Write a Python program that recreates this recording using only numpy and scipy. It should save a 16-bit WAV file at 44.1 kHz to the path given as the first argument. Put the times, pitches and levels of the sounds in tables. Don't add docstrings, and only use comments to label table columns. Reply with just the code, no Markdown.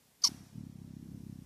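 import sys
import numpy as np
from scipy import signal
from scipy.fft import rfft, irfft
from scipy.io import wavfile
from scipy.ndimage import uniform_filter1d

SR = 44100
rng = np.random.default_rng(int(sys.argv[2]) if len(sys.argv) > 2 else 0)


def invert_db(level):
    return 10 ** (np.asarray(level, dtype=float) / 20)


def inscribe(sig):
    pcm = np.round(np.clip(np.atleast_2d(sig).T, -1, 1) * 32767)
    wavfile.write(sys.argv[1], SR, pcm.astype(np.int16))


N = 63945


def level(x, db):
    return x * invert_db(db) / np.sqrt(np.mean(x ** 2))


def band(x, hz, width_hz):
    return signal.lfilter(*signal.iirpeak(min(hz, .45 * SR), hz / width_hz, fs=SR), x)


def coloured(peaks):
    total = np.zeros(N)
    for hz, width_hz, db in peaks:
        ringing = band(band(rng.standard_normal(N), hz, width_hz), hz, width_hz)
        total += level(ringing, db)
    return level(total, 0)


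def walk(rate_hz):
    k = int(SR / rate_hz)
    return level(uniform_filter1d(uniform_filter1d(rng.standard_normal(N), k), k), 0)


def columns_at(t, table):
    when, *columns = np.array(table).T
    return [np.interp(t, when, column) for column in columns]


# (frequency [Hz], density [dB per Hz])
HISS_SPECTRUM = [(18, -35.5), (30, -1.5), (597, -3.5), (662, -5), (716, -4.5), (1340, -10), (1730, -9),
                 (11600, -9.5), (15000, -13)]


def hiss():
    hz, db = np.array(HISS_SPECTRUM).T
    f = np.fft.rfftfreq(N, 1 / SR) + 1
    tilt = invert_db(np.interp(np.log(f), np.log(hz), db))
    return level(irfft(rfft(rng.standard_normal(N)) * tilt, N), -68)


# (centre [Hz], width [Hz], level [dB])
ECHO_COLOUR = [(750, 567, -3.5), (1489, 1000, -7.5), (3350, 9000, 1.5), (5650, 1600, -1),
               (10000, 6000, -2.5)]


def hillside(t):
    start_s, swell_s, t60_s = .22, .016, .97
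    since = np.maximum(t - start_s, 0)
    swell = 1 - np.exp(-since / swell_s)
    return coloured(ECHO_COLOUR) * swell * invert_db(-51 - 60 * since / t60_s)


def thumps(since, pitch_hz, chance):
    thump_s, thump_lead_s, thump_lag_rad = .0019, .0008, 1.1
    heave_s, heave_lead_s, heave_lag_rad = .0027, .0025, .8
    heave_db, heave_hz = -13, 96
    pitch_scatter, scatter_db = .04, 1.6
    hz = pitch_hz * (1 + pitch_scatter * chance[0])
    pulse = np.exp(-.5 * ((since + thump_lead_s) / thump_s) ** 2)
    pulse = pulse * np.cos(2 * np.pi * hz * since - thump_lag_rad)
    early = since + heave_lead_s
    heave = invert_db(heave_db) * np.exp(-.5 * (early / heave_s) ** 2)
    heave = heave * np.cos(2 * np.pi * heave_hz * early - heave_lag_rad)
    return invert_db(scatter_db * chance[1]) * (heave - pulse)


def air_swirl(turns, extra_db):
    pulse_db = 1.5 * np.sin(2 * np.pi * (turns + .033))
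    patchy_db = 1.5 * walk(4.7)
    air = coloured([(209, 267, 0), (110, 80, -9)])
    air = signal.sosfilt(signal.butter(4, 324, fs=SR, output="sos"), air)
    return air * invert_db(-20 + extra_db + pulse_db + patchy_db)


# (time [s], rate [strokes per s])
WING_BEAT = [(0, 30.48), (.197, 34.37), (.234, 29.08), (.26, 41.74), (.352, 32.98), (.42, 32.99),
             (.514, 31.96), (.555, 40.03), (.631, 35.3), (.648, 31.43), (.707, 35.02), (.738, 32.83),
             (.896, 33.37), (1.065, 33.28), (1.19, 34.61), (1.214, 32.0), (1.301, 33.54), (1.45, 30.04)]
# (time [s], thump peak [dB], thump pitch [Hz], extra swirl [dB])
WING_EFFORT = [(0, -63, 186, 9.5), (0.151, -66.5, 181, 3), (.24, -56, 166, 4), (.29, -40, 260, -3),
               (.32, -36, 210, -7), (.36, -41.5, 190, 1), (.43, -42.5, 180, 7.5), (.50, -51.5, 141, 0.5),
               (0.537, -41, 140, 1.5), (0.579, -34, 160, 0), (0.642, -36, 169, 0.5), (.68, -39.5, 167, 0),
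               (.76, -39, 162, 0.5), (.95, -36.5, 179, -0.5), (1.04, -38.5, 201.2, 6),
               (1.14, -37.5, 187, 7), (1.249, -37, 183.1, -1.5), (1.45, -38.5, 173, -7)]
# (centre [Hz], width [Hz], level [dB])
FEATHER_COLOUR = [(600, 910, 1), (5530, 1300, -3.5)]


def wings(t):
    rate, = columns_at(t, WING_BEAT)
    turns = .18 + np.cumsum(rate) / SR
    stroke = np.round(turns).astype(int)
    since = (turns - stroke) / rate
    chance = rng.standard_normal((64, 2))[stroke].T
    effort_db, pitch_hz, swirl_db = columns_at(t, WING_EFFORT)
    thump = thumps(since, pitch_hz, chance)
    lift = invert_db(-17) * np.sin(4 * np.pi * turns)
    swirl = air_swirl(turns, swirl_db)
    feathers = coloured(FEATHER_COLOUR) * invert_db(-37.5)
    return invert_db(effort_db) * (thump + lift + swirl + feathers)


# (centre [Hz], width [Hz], level [dB])
INTAKE_COLOUR = [(4900, 1400, 5.5), (7150, 1800, -6), (12100, 6000, -7), (2500, 2500, -17.5)]


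def intake(t):
    start_s, length_s = .2185, .012
    share = np.clip((t - start_s) / length_s, 0, 1)
    swell = np.sin(np.pi * share) ** .3
    return invert_db(-50 + 1.5 * walk(600)) * swell * coloured(INTAKE_COLOUR)


def shaky(rough):
    wander = walk(850) + 1j * walk(850)
    return np.sqrt(1 - rough) + np.sqrt(rough / 2) * wander


# (time [s], upper voice [Hz], lower voice [Hz], upper level [dB], lower level [dB], roughness [0-1])
CHIP_VOICES = [
    (.2355, 5900, 4500, -52, -48, .5),
    (.239, 6250, 4750, -28, -28, .55),
    (.243, 6050, 4880, -28, -21, .4),
    (.247, 5720, 4570, -22, -28, .12),
    (.2535, 5430, 4320, -21, -34, .08),
    (.256, 5380, 4370, -29, -34, .85),
    (.266, 5400, 4480, -34, -39, .85),
    (.277, 5550, 4520, -31, -38, .75),
    (.286, 5550, 4500, -52, -58, .9),
]
# (centre [Hz], width [Hz], level [dB])
RASP_COLOUR = [(2243, 400, -6.5), (3044, 500, -3), (3817, 500, 0.5), (5150, 440, 9.5), (7415, 2700, 1),
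               (10500, 4900, 1), (13500, 1500, -8)]


def chip(t):
    start, end = CHIP_VOICES[0][0], CHIP_VOICES[-1][0]
    up_hz, low_hz, up_db, low_db, rough = columns_at(t, CHIP_VOICES)
    rough = np.clip(rough, 0, 1)
    up = np.exp(2j * np.pi * np.cumsum(up_hz) / SR)
    low = np.exp(2j * np.pi * np.cumsum(low_hz) / SR)
    up_gain, low_gain, both = invert_db(up_db), invert_db(low_db), invert_db((up_db + low_db) / 2)
    late = np.clip((t - start) / .014, 0, 1) ** 2

    voices = up_gain * up * shaky(rough) + low_gain * low * shaky(rough)
    wobble = 1 + .35 * walk(500) + .35j * walk(500)
    difference = invert_db(-17) * (.4 + .6 * np.sqrt(late)) * up / low * wobble
    sideband = invert_db(-11) * late * up ** 2 / low * shaky(rough)
    overtones = invert_db(-27.5) * late * (up * low * shaky(rough) + up ** 2 * shaky(rough))
    tone = voices + both * (difference + sideband + overtones)

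    crackle_db = 3 * walk(700)
    rasp = up_gain ** .71 * invert_db(-19.5 + crackle_db) * (.38 + late) * coloured(RASP_COLOUR)
    return (np.sqrt(2) * tone.real + rasp) * ((t > start) & (t < end))


def scene():
    t = np.arange(N) / SR
    return (wings(t) + chip(t) + intake(t) + hillside(t) + hiss())[None]


def thin_treble(x):
    hz, when, z = signal.stft(x, SR, nperseg=2048, window="cosine")
    power = uniform_filter1d(abs(z) ** 2, size=6, axis=1)
    power = uniform_filter1d(power, size=2, axis=2)
    around = uniform_filter1d(power, size=41, axis=1)
    starved = np.interp(when, [.33 - .05, .33, .95, 1.3], [0, 1, 1, .15])
    by_pitch = np.interp(hz, [1000, 1500, 6000, 9000], [0, .6, .75, 1])[:, None]
    share = (.55 + .45 * starved) * by_pitch
    treble = power[:, hz > 3000]
    quiet = treble.mean(axis=1, keepdims=True) < 30 * np.median(treble)
    weak = quiet & (power < share * around)
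    top_hz = np.where(quiet, 14850, 15500)
    keep = ~weak & (hz[:, None] < top_hz)
    return signal.istft(z * keep, SR, nperseg=2048, window="cosine")[1][:, :N]


def low_pass(x):
    return signal.sosfilt(signal.butter(12, 15420, fs=SR, output="sos"), x)


def record(dry):
    mic = signal.sosfilt(signal.butter(2, 55, "high", fs=SR, output="sos"), dry)
    return low_pass(thin_treble(mic))


dry = scene()
out = record(dry)
inscribe(out)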